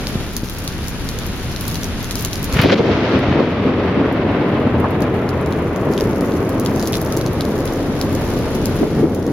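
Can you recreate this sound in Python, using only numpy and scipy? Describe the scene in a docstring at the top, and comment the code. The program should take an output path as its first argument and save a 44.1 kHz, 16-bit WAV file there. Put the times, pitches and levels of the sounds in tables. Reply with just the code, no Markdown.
"""A balcony among towers in steady rain; single drops tick close to the camera's two microphones.
Lightning strikes nearby: dense trains of shocks make a clap, then a long roll repeated by the facades,
its crackle duller as farther parts of the bolt arrive. Behind it lie filtered-noise traffic, a wash of clicks
for far drops, a fan, thin squeals and air brushing the microphones.
The camera's gain control pushes the rain down at the clap and lets it back over several seconds."""
import sys
import numpy as np
from scipy import signal
from scipy.fft import rfft, irfft
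from scipy.io import wavfile

SR = 44100
rng = np.random.default_rng(int(sys.argv[2]) if len(sys.argv) > 2 else 0)


def log_audio(samples):
    """Write samples as a 16-bit WAV file to the path given in sys.argv[1]."""
    # one column per channel
    frames = np.atleast_2d(samples).T
    # limit to full scale, then quantise
    limited = np.clip(frames, -1, 1)
    pcm = np.round(limited * 32767).astype(np.int16)
    wavfile.write(sys.argv[1], SR, pcm)


N = 411012
TIME, FREQS = np.arange(N) / SR, np.fft.rfftfreq(N, 1 / SR)
SLOW = np.arange(0, N / SR + .002, .002)  # coarse time grid in seconds for slow level curves


def amp(db):
    """Decibels to gain."""
    return 10 ** (np.asarray(db) / 20)


def unit(x):
    """Scales to rms 1."""
    return x / np.sqrt(np.mean(x ** 2) + 1e-20)


def read(points, hz=FREQS):
    """A spectrum read on a log-frequency axis."""
    f, value = np.transpose(points)
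    return np.interp(np.log(hz + 1), np.log(f), value)


def add(mix, s, sound):
    """Mixes a sound in at time s."""
    part = mix[:, max(round(s * SR), 0):][:, :sound.shape[-1]]
    part += sound[..., :part.shape[1]]


def drift(rate):
    """Slow chance of rms 1: noise whose spectrum falls steeply above rate in Hz."""
    hz = np.fft.rfftfreq(len(SLOW), SLOW[1])
    spectrum = rfft(rng.standard_normal(len(SLOW))) / (1 + (hz / rate) ** 4)
    return np.interp(TIME, SLOW, unit(irfft(spectrum, len(SLOW))))


def swells(rows):
    """Summed power of bell-shaped swells, each given as (s, half length s, dB)."""
    power = sum(amp(db) ** 2 * np.exp(-((SLOW - s) / half_s) ** 2) for s, half_s, db in rows)
    return np.interp(TIME, SLOW, power)


def clicks(per_s, spread_db):
    """Two random trains of clicks, most small and a few large."""
    size = amp(spread_db * np.minimum(rng.exponential(1, (2, N)), 4))
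    sign = rng.choice([-1, 1], (2, N))
    return unit(size * sign * (rng.random((2, N)) < per_s / SR))


def colour(pair, gain, likeness):
    """Filters two unrelated signals and blends them into left and right."""
    common, apart = rfft(pair) * gain
    same = np.clip(read(likeness), -1, 1)
    mid = common * np.sqrt((1 + same) / 2)
    side = apart * np.sqrt((1 - same) / 2)
    return irfft(np.array([mid + side, mid - side]), N)


# How alike the thunder reaches the two microphones. Each row: frequency in Hz, left-right likeness.
THUNDER_LIKENESS = [(25, .6), (60, 1), (130, 0.99), (290, 0.99), (640, 0.92), (1400, 0.7), (3100, 0.14),
                    (6800, 0.11)]


def shocks(level_db, spectrum, per_s, spread_db):
    """Each kink of the bolt sends one shock; they arrive as a dense random train."""
    train = clicks(per_s, spread_db) * amp(level_db)
    return colour(train, unit(amp(read(spectrum))), THUNDER_LIKENESS)


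STRIKE_S = 2.415  # the first shock arrives
# Peals, where a whole branch of the bolt is heard together. Each row: centre in seconds,
# half length in seconds, level in dB in the register of like brightness, brightness (0 boom, 0.5 roar, 1.5 crackle).
PEALS = [(2.661, 0.024, -1, 0.25), (2.74, 0.035, 1, 0.63), (2.803, 0.019, 2, 0.47),
         (2.918, 0.049, 3.5, 0.27), (3.166, 0.026, 3, 0.38), (3.3, 0.029, 3, 0.26),
         (3.383, 0.041, 4.5, 0.46), (3.675, 0.029, 3.5, 0.35), (3.852, 0.063, -1, 0.44),
         (4.024, 0.026, 5, 0.61), (4.28, 0.024, 1, 0.37), (4.553, 0.046, -12, 0.64),
         (4.674, .03, -1.5, 0.34), (4.787, 0.028, 1.5, 0.22), (5.896, 0.025, -2, 0.27),
         (6.066, 0.018, -5, 0), (6.18, 0.34, -9.5, 0.81), (8.926, 0.14, -20, 0.84),
         (9.117, 0.12, -10, 0.35), (9.31, 0.053, -11.5, 0.32)]


def roll_db(full_db, fade_db_per_s, far_db, brightness):
    """Level of one register: more of the bolt is heard, it holds, fades to far echoes; peals add to it."""
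    build_s, build_power, hold_s = 0.59, 1.71, 1.64
    focus_db = 68.5  # a peal loses this in a register one whole step of brightness away
    age = TIME - STRIKE_S
    build = np.clip(age / build_s, 0, 1) ** build_power
    body = amp(full_db - fade_db_per_s * np.maximum(age - build_s - hold_s, 0))
    peals = swells([(s, half_s, db - focus_db * (bright - brightness) ** 2)
                    for s, half_s, db, bright in PEALS])
    return 10 * np.log10(build ** 2 * (body ** 2 + amp(far_db) ** 2) + peals + 1e-12)


# The three registers of the shocks. Each row: frequency in Hz, relative level in dB.
BOOM = [(20, -39), (45, -12), (62, -9.5), (85, 0.5), (150, -0.5), (200, -7), (330, -15.5), (700, -88)]
ROAR = [(60, -58), (140, -5.5), (200, 0.5), (275, 2), (460, -2), (620, -11.5), (850, -18), (2000, -32),
        (4000, -99)]
CRACKLE = [(250, -29), (550, 5), (800, -1), (1100, -0.5), (1550, -3), (2200, -3), (3500, -7), (5500, -14.5),
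           (8000, -26), (16000, -49)]
# Echoes from the towers' facades. Each row: delay in seconds, level in dB against the direct roll.
FACADES = [(.047, -10.5), (0.117, -9), (.205, -27), (.34, -18.5)]


def thunder():
    """Boom, roar and crackle repeated by the towers; crossing more air dulls the later crackle, up to a limit."""
    boom_db = roll_db(full_db=-6.5, fade_db_per_s=5.5, far_db=-26, brightness=0)
    roar_db = roll_db(full_db=-2.5, fade_db_per_s=5.5, far_db=-24.5, brightness=.5)
    crackle_db = roll_db(full_db=-4.5, fade_db_per_s=5.5, far_db=-53, brightness=1.5)
    boom = shocks(boom_db, BOOM, per_s=500, spread_db=2.0)
    roar = shocks(roar_db, ROAR, per_s=1100, spread_db=1.5)
    crackle = shocks(crackle_db + 1.25 * drift(21), CRACKLE, per_s=4000, spread_db=2.0)

    air_from_s, air_settle_s = 2.51, 3.23
    air_loss_db, air_at_hz = 26.5, 3460  # the final loss, at this frequency
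    hz, t, z = signal.stft(crackle, SR, nperseg=512)
    far = 1 - np.exp(-(np.maximum(t, STRIKE_S) - air_from_s) / air_settle_s)
    loss_db = air_loss_db * far * (hz[:, None] / air_at_hz) ** 1.155
    dulled = signal.istft(z * amp(-loss_db), SR, nperseg=512)[1][:, :N]

    direct = boom + roar + dulled
    out = direct.copy()
    for delay, db in FACADES:
        add(out, delay, amp(db) * direct)
    return out


# Single heavy shocks felt as low thumps. Each row: start in seconds, peak in dB, pitch in Hz.
THUMPS = [(2.529, -8, 66.6), (2.559, -5.5, 145), (2.593, -1.5, 125), (3.152, 7, 105), (3.275, 1, 85),
          (3.312, 5, 170)]


def thumps(cycles_to_peak=0.75):
    """A heavy shock swells within one swing and dies in a few more."""
    out, t = np.zeros((2, N)), np.arange(6000) / SR
    for s, db, hz in THUMPS:
        age = t * hz / cycles_to_peak
        swell = (age * np.exp(1 - age)) ** 2
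        add(out, s, amp(db) * swell * np.sin(2 * np.pi * hz * t))
    return out


# Stretches of the bolt whose shocks arrive all at once. Each row: centre in seconds, level in dB,
# centre frequency in Hz, half width in natural-log frequency, half length in seconds.
CRACKS = [(2.57, -20, 1700, .5, 0.0055), (2.598, -12.5, 1650, 0.56, 0.008),
          (2.621, -13, 1940, 0.73, 0.0075), (2.641, -14.5, 1840, 0.5, 0.0086),
          (2.659, -3, 390, 0.35, 0.011), (2.675, -16, 2500, 0.55, .024), (2.702, -5, 1390, 0.58, .008),
          (2.725, -3.5, 2300, 0.59, 0.0065), (2.731, 3.5, 480, 0.21, 0.0083),
          (2.737, -4.5, 2190, 0.57, 0.0055), (2.76, -10, 1900, 0.42, .004),
          (2.785, -9.5, 2200, 0.6, 0.0073), (2.803, 2, 370, 0.28, .009), (2.849, -2, 497, 0.19, .007),
          (2.887, -1, 417, 0.31, .012), (3.397, -6, 1070, 0.28, 0.012), (3.411, 3.5, 420, 0.33, 0.0068),
          (3.977, 2, 230, 0.24, 0.0082), (4.848, -2, 930, 0.24, .012), (8.835, -10.5, 338, 0.34, .012),
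          (9.044, -5, 335, .2, .011)]


def cracks(per_s=2000, fizz=0.47, air_hz=6600):
    """Tight volleys of separate shocks tear out of the roll, each in its own band under a bell."""
    out = np.zeros((2, N))
    air = signal.butter(4, air_hz, fs=SR, output="sos")
    for s, db, hz, width, half_s in CRACKS:
        t = np.arange(-3 * half_s, 3 * half_s, 1 / SR)
        fronts = rng.standard_normal(len(t)) * (rng.random(len(t)) < per_s / SR)
        volley = unit(fronts) + fizz * rng.laplace(size=(2, len(t)))
        edges = [hz * np.exp(-width), hz * np.exp(width)]
        band = signal.butter(2, edges, "band", fs=SR, output="sos")
        bell = np.exp(-(t / half_s) ** 2 / 2)
        burst = unit(signal.sosfilt(np.vstack([band, air]), volley) * bell)
        add(out, s - 3 * half_s, amp(db) * burst * np.sqrt(np.mean(bell ** 2)))
    return out


def tick(hz, cycles=0.35, rattle_db=-13, rattle_s=0.0021, bounce=0.49):
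    """A drop's impact: a brief swing that reaches one microphone first, then a moment of wet rattle."""
    lag = rng.uniform(-0.000098, 0.0001)  # seconds between the microphones
    t = np.arange(320) / SR - .0003
    since = np.maximum(t + np.array([[lag], [-lag]]) / 2, 0)
    age = since * hz / cycles
    impact = age * np.exp(1 - age) * np.sin(2 * np.pi * cycles * age)
    # a slightly later bounce off the wet surface gives each drop its own colour
    impact = impact + bounce * np.roll(impact, round(rng.uniform(1, 2.6) * SR / hz), axis=1)
    rattle_edges = np.clip([hz * 0.92, hz * 2.8], 500, SR * .45)
    band = signal.butter(1, rattle_edges, "band", fs=SR, output="sos")
    rattle = unit(signal.sosfilt(band, rng.standard_normal(age.shape)))
    rattle = rattle * (1 - np.exp(-age)) * np.exp(-since / rattle_s)
    # small drops have no body, big soft ones little edge
    thin_edges = np.clip([hz * 0.4, hz * 4.2], 1500, SR * .47)
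    thin = signal.butter(2, thin_edges, "band", fs=SR, output="sos")
    return signal.sosfilt(thin, impact + amp(rattle_db) * rattle)


def drop(hz, splash_db, splash_s=0.0072, body_db=-21, body_s=0.0011, count=7):
    """A big drop ticks and briefly rings the spot it hits; the droplets it throws land just after, weaker with delay."""
    out, t = np.zeros((2, 4096)), np.arange(1024) / SR
    add(out, 0, tick(hz))
    for pitch, ring in rng.uniform(0.693, 1.21, (2, 2)):
        decay = np.exp(-t / (body_s * ring))
        add(out, 0, amp(body_db) * decay * np.sin(2 * np.pi * hz * pitch * t))
    for delay, scatter, pitch in rng.random((count, 3)):
        droplet = tick(min(hz * (.7 + .9 * pitch), 13000))
        level_db = splash_db - 1.8 * delay - 2.2 * scatter
        add(out, 3 * splash_s * delay ** 1.4, amp(level_db) * droplet)
    return out


# The biggest drops, close by. Each row: start in seconds, level in dB, pitch in Hz,
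# splash in dB against the drop.
NEAR_DROPS = [(0.07, -5, 4620, -18), (.3335, -14, 11000, -18), (0.366, 2.5, 9000, -24),
              (.5855, -9, 10500, -16), (0.677, -4.5, 5050, -16), (.8825, -4.5, 7700, -20),
              (1.0893, -4.5, 5900, -20), (1.188, -5, 7700, -21), (1.265, -8, 10000, -18),
              (1.562, -9.5, 4270, -16), (1.61, -4, 11500, -16), (1.6803, -1.5, 9500, -18),
              (1.7445, -8, 6500, -12), (1.7555, -8.5, 4670, -17), (1.833, -6.5, 5600, -20),
              (1.843, -5, 6900, -18), (2.0285, -10, 11000, -18), (2.044, -9, 6450, -15),
              (2.1097, -2, 5500, -13), (2.1552, -1.5, 6900, -19), (2.209, -8, 10500, -18),
              (2.224, -6, 9900, -18), (2.249, 3, 7700, -22), (2.331, -4.5, 5500, -21),
              (2.3562, -7, 6030, -20), (2.429, -6, 9550, -16), (2.443, 0, 10100, -16),
              (2.526, -8, 5970, -12), (2.6161, 3, 12700, -14), (3.1906, -5, 11000, -20),
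              (4.1255, -2, 11000, -18), (4.801, 0, 12000, -22), (4.908, -2, 10500, -15),
              (5.0056, 1, 11000, -18), (5.0206, 0.5, 5800, -8), (5.143, -10, 8500, -18),
              (5.291, -1.5, 5500, -9), (5.4125, -5, 12500, -22), (5.461, -3, 6500, -12),
              (5.508, -6, 12500, -20), (5.5243, -2.5, 4627, -18), (5.6805, -13, 12500, -20),
              (5.761, -2, 6700, -16), (5.9135, -12, 10000, -18), (5.936, -5, 6000, -16),
              (5.9777, 2, 3400, -17), (6.0004, -2, 4200, -18), (6.0084, 2.5, 5200, -17),
              (6.209, -2, 8100, -17), (6.32, -9, 4400, -15), (6.493, -1, 8870, -18), (6.5976, 4, 9980, -19),
              (6.6499, -2, 10500, -18), (6.661, 2, 4030, -20), (6.7606, -1.5, 9000, -16),
              (6.796, -2, 5850, -6), (6.8262, -0.5, 6280, -9), (6.8736, 3, 6560, -19),
              (6.9234, 1, 10000, -18), (6.931, 0, 4140, -11), (6.9405, -1, 3700, -12),
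              (6.9537, 0, 4400, -12), (6.97, -1, 8600, -18), (7.016, 1, 11000, -22),
              (7.048, -7, 10500, -14), (7.1237, 0.5, 7200, -19), (7.167, -4, 9000, -18),
              (7.1723, 2, 7840, -18), (7.2121, -4.5, 5050, -18), (7.263, -4.5, 5200, -13),
              (7.332, -7, 12000, -19), (7.4083, -2, 4630, -18), (7.4518, -8, 6000, -18),
              (7.655, -2, 11000, -16), (7.676, -11, 4600, -10), (8.0133, -2, 5500, -16),
              (8.128, -10, 10000, -18), (8.151, -6, 7500, -19), (8.551, -10.5, 9000, -18),
              (8.657, -1.5, 7660, -22), (9.148, -5, 9000, -18), (9.266, -9, 8050, -18)]


def near_hits():
    """Big drops landing beside the camera."""
    out = np.zeros((2, N))
    for s, db, hz, splash_db in NEAR_DROPS:
        add(out, s, amp(db) * drop(hz, splash_db))
    return out


# Gusts throw spray onto the balcony. Each row: centre in seconds, half length in seconds, added patter in dB.
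GUSTS = [(.52, 0.14, -34), (1.25, 0.089, -44), (1.72, 0.12, -31), (2.2, 0.17, -36), (2.54, 0.013, -27),
         (5.2, 0.5, -40), (6.1, 0.43, -31.5), (6.95, 0.21, -29), (8.2, 0.19, -45)]


def patter(count=90, steady_db=-39):
    """Small drops of many pitches on the rail and floor, coming in clumps and gusts."""
    clumps = amp(2 * drift(14))
    hits = clicks(400, 2.7)[0] * clumps
    kind = rng.integers(0, count, N)
    shapes = [tick(hz) * np.sqrt(hz) for hz in np.geomspace(4800, 12000, count)]
    out = np.zeros((2, N))
    for at in np.flatnonzero(hits):
        add(out, at / SR, hits[at] * shapes[kind[at]])
    return unit(out) * np.sqrt(amp(steady_db) ** 2 + swells(GUSTS))


def slap(x, delay_s=.0098, slap_db=-10, smear_s=.0009):
    """The balcony's ceiling returns every drop once, a little smeared."""
    t = np.arange(200) / SR
    smear = rng.standard_normal((2, len(t))) * np.exp(-t / smear_s)
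    smear = smear / np.linalg.norm(smear, axis=1, keepdims=True)
    out = x.copy()
    add(out, delay_s, amp(slap_db) * signal.oaconvolve(x, smear, axes=1))
    return out


def balcony(x, wet_db=-11, fade_s=0.0083):
    """Floor, wall and ceiling smear each drop into a short hiss: noise that follows the drops' power."""
    r = np.exp(-1 / (fade_s * SR))
    power = signal.lfilter([1 - r], [1, -r], (x ** 2).mean(0))
    band = signal.butter(2, [3200, 12500], "band", fs=SR, output="sos")
    hiss = unit(signal.sosfilt(band, rng.standard_normal((2, N))))
    return x + amp(wet_db) * np.sqrt(power) * hiss


# Soft knocks on the camera. Each row: time in seconds, level of the push in dB.
KNOCKS = [(0.156, -4.5), (.434, -8)]


def knocks():
    """Each dull knock pushes the camera's body once; it swings back and rings briefly."""
    out, t = np.zeros((2, N)), np.arange(-256, 3000) / SR
    push = np.exp(-(t / .0008) ** 2) - .5 * np.exp(-((t - .0018) / .0012) ** 2)
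    ring = 0.15 * (t > 0) * np.exp(-t / 0.02) * np.sin(2 * np.pi * 250 * t)
    for s, db in KNOCKS:
        add(out, s + t[0], amp(db) * (push + ring))
    return out


# City drone and rain wash beyond the balcony. Each row: frequency in Hz, dB per Hz before the level moves.
CITY = [(10, -55), (22, -62), (50, -50), (80, -43.5), (150, -48.5), (200, -49), (280, -51), (450, -60),
        (700, -68.5), (1500, -66.5), (5000, -100)]
WASH = [(200, -55.5), (600, -64), (1100, -68.5), (2300, -68.5), (3500, -70), (6500, -76), (10500, -77),
        (13000, -85), (16000, -113)]
# Level of city and wash, dipping briefly near the start. Each row: time in seconds, level in dB.
STREET_LEVEL = [(0, 1.5), (.14, 1), (.27, -0.5), (.41, -4.5), (.65, -1.5), (1.6, 0), (9.3, -2.5)]
# How alike they reach the two microphones. Each row: frequency in Hz, left-right likeness.
STREET_LIKENESS = [(25, 0.42), (60, 1), (130, 0.98), (290, 0.95), (640, 0.88), (1400, 0.69),
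                   (3100, -0.0084), (6800, -0.5), (15000, 0.28)]


def street():
    """Traffic drone as noise, the wash of countless far drops as clicks, and a throbbing fan as a sine."""
    level_db = np.interp(TIME, *np.transpose(STREET_LEVEL))
    per_hz = np.sqrt(SR / 2)  # turns dB per Hz into filter gain
    city = colour(rng.standard_normal((2, N)), per_hz * amp(read(CITY)), STREET_LIKENESS)
    city = city * amp(level_db - 3)
    wash = colour(clicks(14000, 3.5), per_hz * amp(read(WASH)), STREET_LIKENESS)
    wash = wash * amp(level_db + 0.65 * drift(23.0))

    fan_hz, fan_db = 37.5, -32.5  # a big ventilation fan, mean level as rms
    ports = np.array([[.25], [-.25]])  # its standing wave meets the two microphones slightly out of step
    fan_level = amp(fan_db + 1.1 * drift(3))
    fan = fan_level * np.sin(2 * np.pi * fan_hz * TIME + 0.23 * drift(2.5) + ports)
    return city + wash + np.sqrt(2) * fan


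# Thin distant squeals, perhaps brakes. Each row: centre in seconds, half length in seconds,
# mean pitch in Hz, level in dB rms before the flutter.
SQUEALS = [(8.88, .04, 2172, -47), (9.08, .065, 2185, -44), (9.3, .03, 2185, -47.5),
           (8.99, 0.05, 1872, -45), (9.25, .045, 1872, -43.5)]


def squeal(waver=0.003, flutter_db=1.8):
    """Thin wavering tones swell and fade down the street."""
    turn = 2 * np.pi * np.cumsum(1 + waver * drift(14.5)) / SR  # phase of a 1 Hz tone
    out = np.zeros(N)
    for s, half_s, hz, db in SQUEALS:
        level = np.sqrt(2 * swells([(s, half_s, db)])) * amp(flutter_db * drift(25))
        out += level * np.sin(hz * turn)
    return out


# Air brushing each microphone separately. Each row: frequency in Hz, dB per Hz before the flutter.
BREEZE = [(15, -86), (30, -66), (48, -60), (62, -62), (90, -55), (150, -58.5), (400, -86), (2000, -130)]


def breeze():
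    """A lumpy low flutter, practically unrelated between the two microphones."""
    gain = np.sqrt(SR / 2) * amp(read(BREEZE))
    flutter = colour(rng.standard_normal((2, N)), gain, [(1, 0.00029)])
    return flutter * amp(1.4 * drift(3.3))


def scene():
    """Everything outdoors, a little stronger on the left, the drops more so."""
    rain = balcony(slap(patter() + near_hits())) * amp([[.3], [-.3]])
    storm = thunder() + thumps() + cracks()
    background = street() + squeal() + breeze()
    return (storm + background + knocks() + rain) * amp([[.4], [-.4]])


def lagged(v, seconds):
    """One-pole smoothing."""
    r = np.exp(-1 / (seconds * SR))
    return signal.lfilter([1 - r], [1, -r], v)


def gain_control(x, threshold_db=-14.5, ratio=10, sense_s=0.021, attack_s=0.0078, recover_db_per_s=4.5):
    """Turns down most of whatever exceeds the threshold, quickly, and recovers slowly."""
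    level_db = 10 * np.log10(lagged((x ** 2).mean(0), sense_s) + 1e-12)
    over_db = np.maximum(level_db - threshold_db, 0) * (1 - 1 / ratio)
    recovery = recover_db_per_s * TIME
    # each peak of the reduction is held, then let go at a steady rate
    held_db = np.maximum.accumulate(over_db + recovery) - recovery
    return x * amp(-lagged(held_db, attack_s))


def record(dry):
    """Gain control, the camera's notched and drooping treble, a soft ceiling and the band limit."""
    notch_hz, droop_hz, edge_hz = 8200, 13400, 15950
    notched = signal.lfilter(*signal.iirnotch(notch_hz, 2.7, SR), gain_control(dry))
    dulled = signal.lfilter(*signal.butter(2, droop_hz, fs=SR), notched)
    limited = dulled / (1 + dulled ** 8) ** (1 / 8)
    band_limit = signal.firwin(511, edge_hz, window=("kaiser", 9), fs=SR)
    return signal.oaconvolve(limited, band_limit[None], "same")


dry = scene()
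out = record(dry)
log_audio(out)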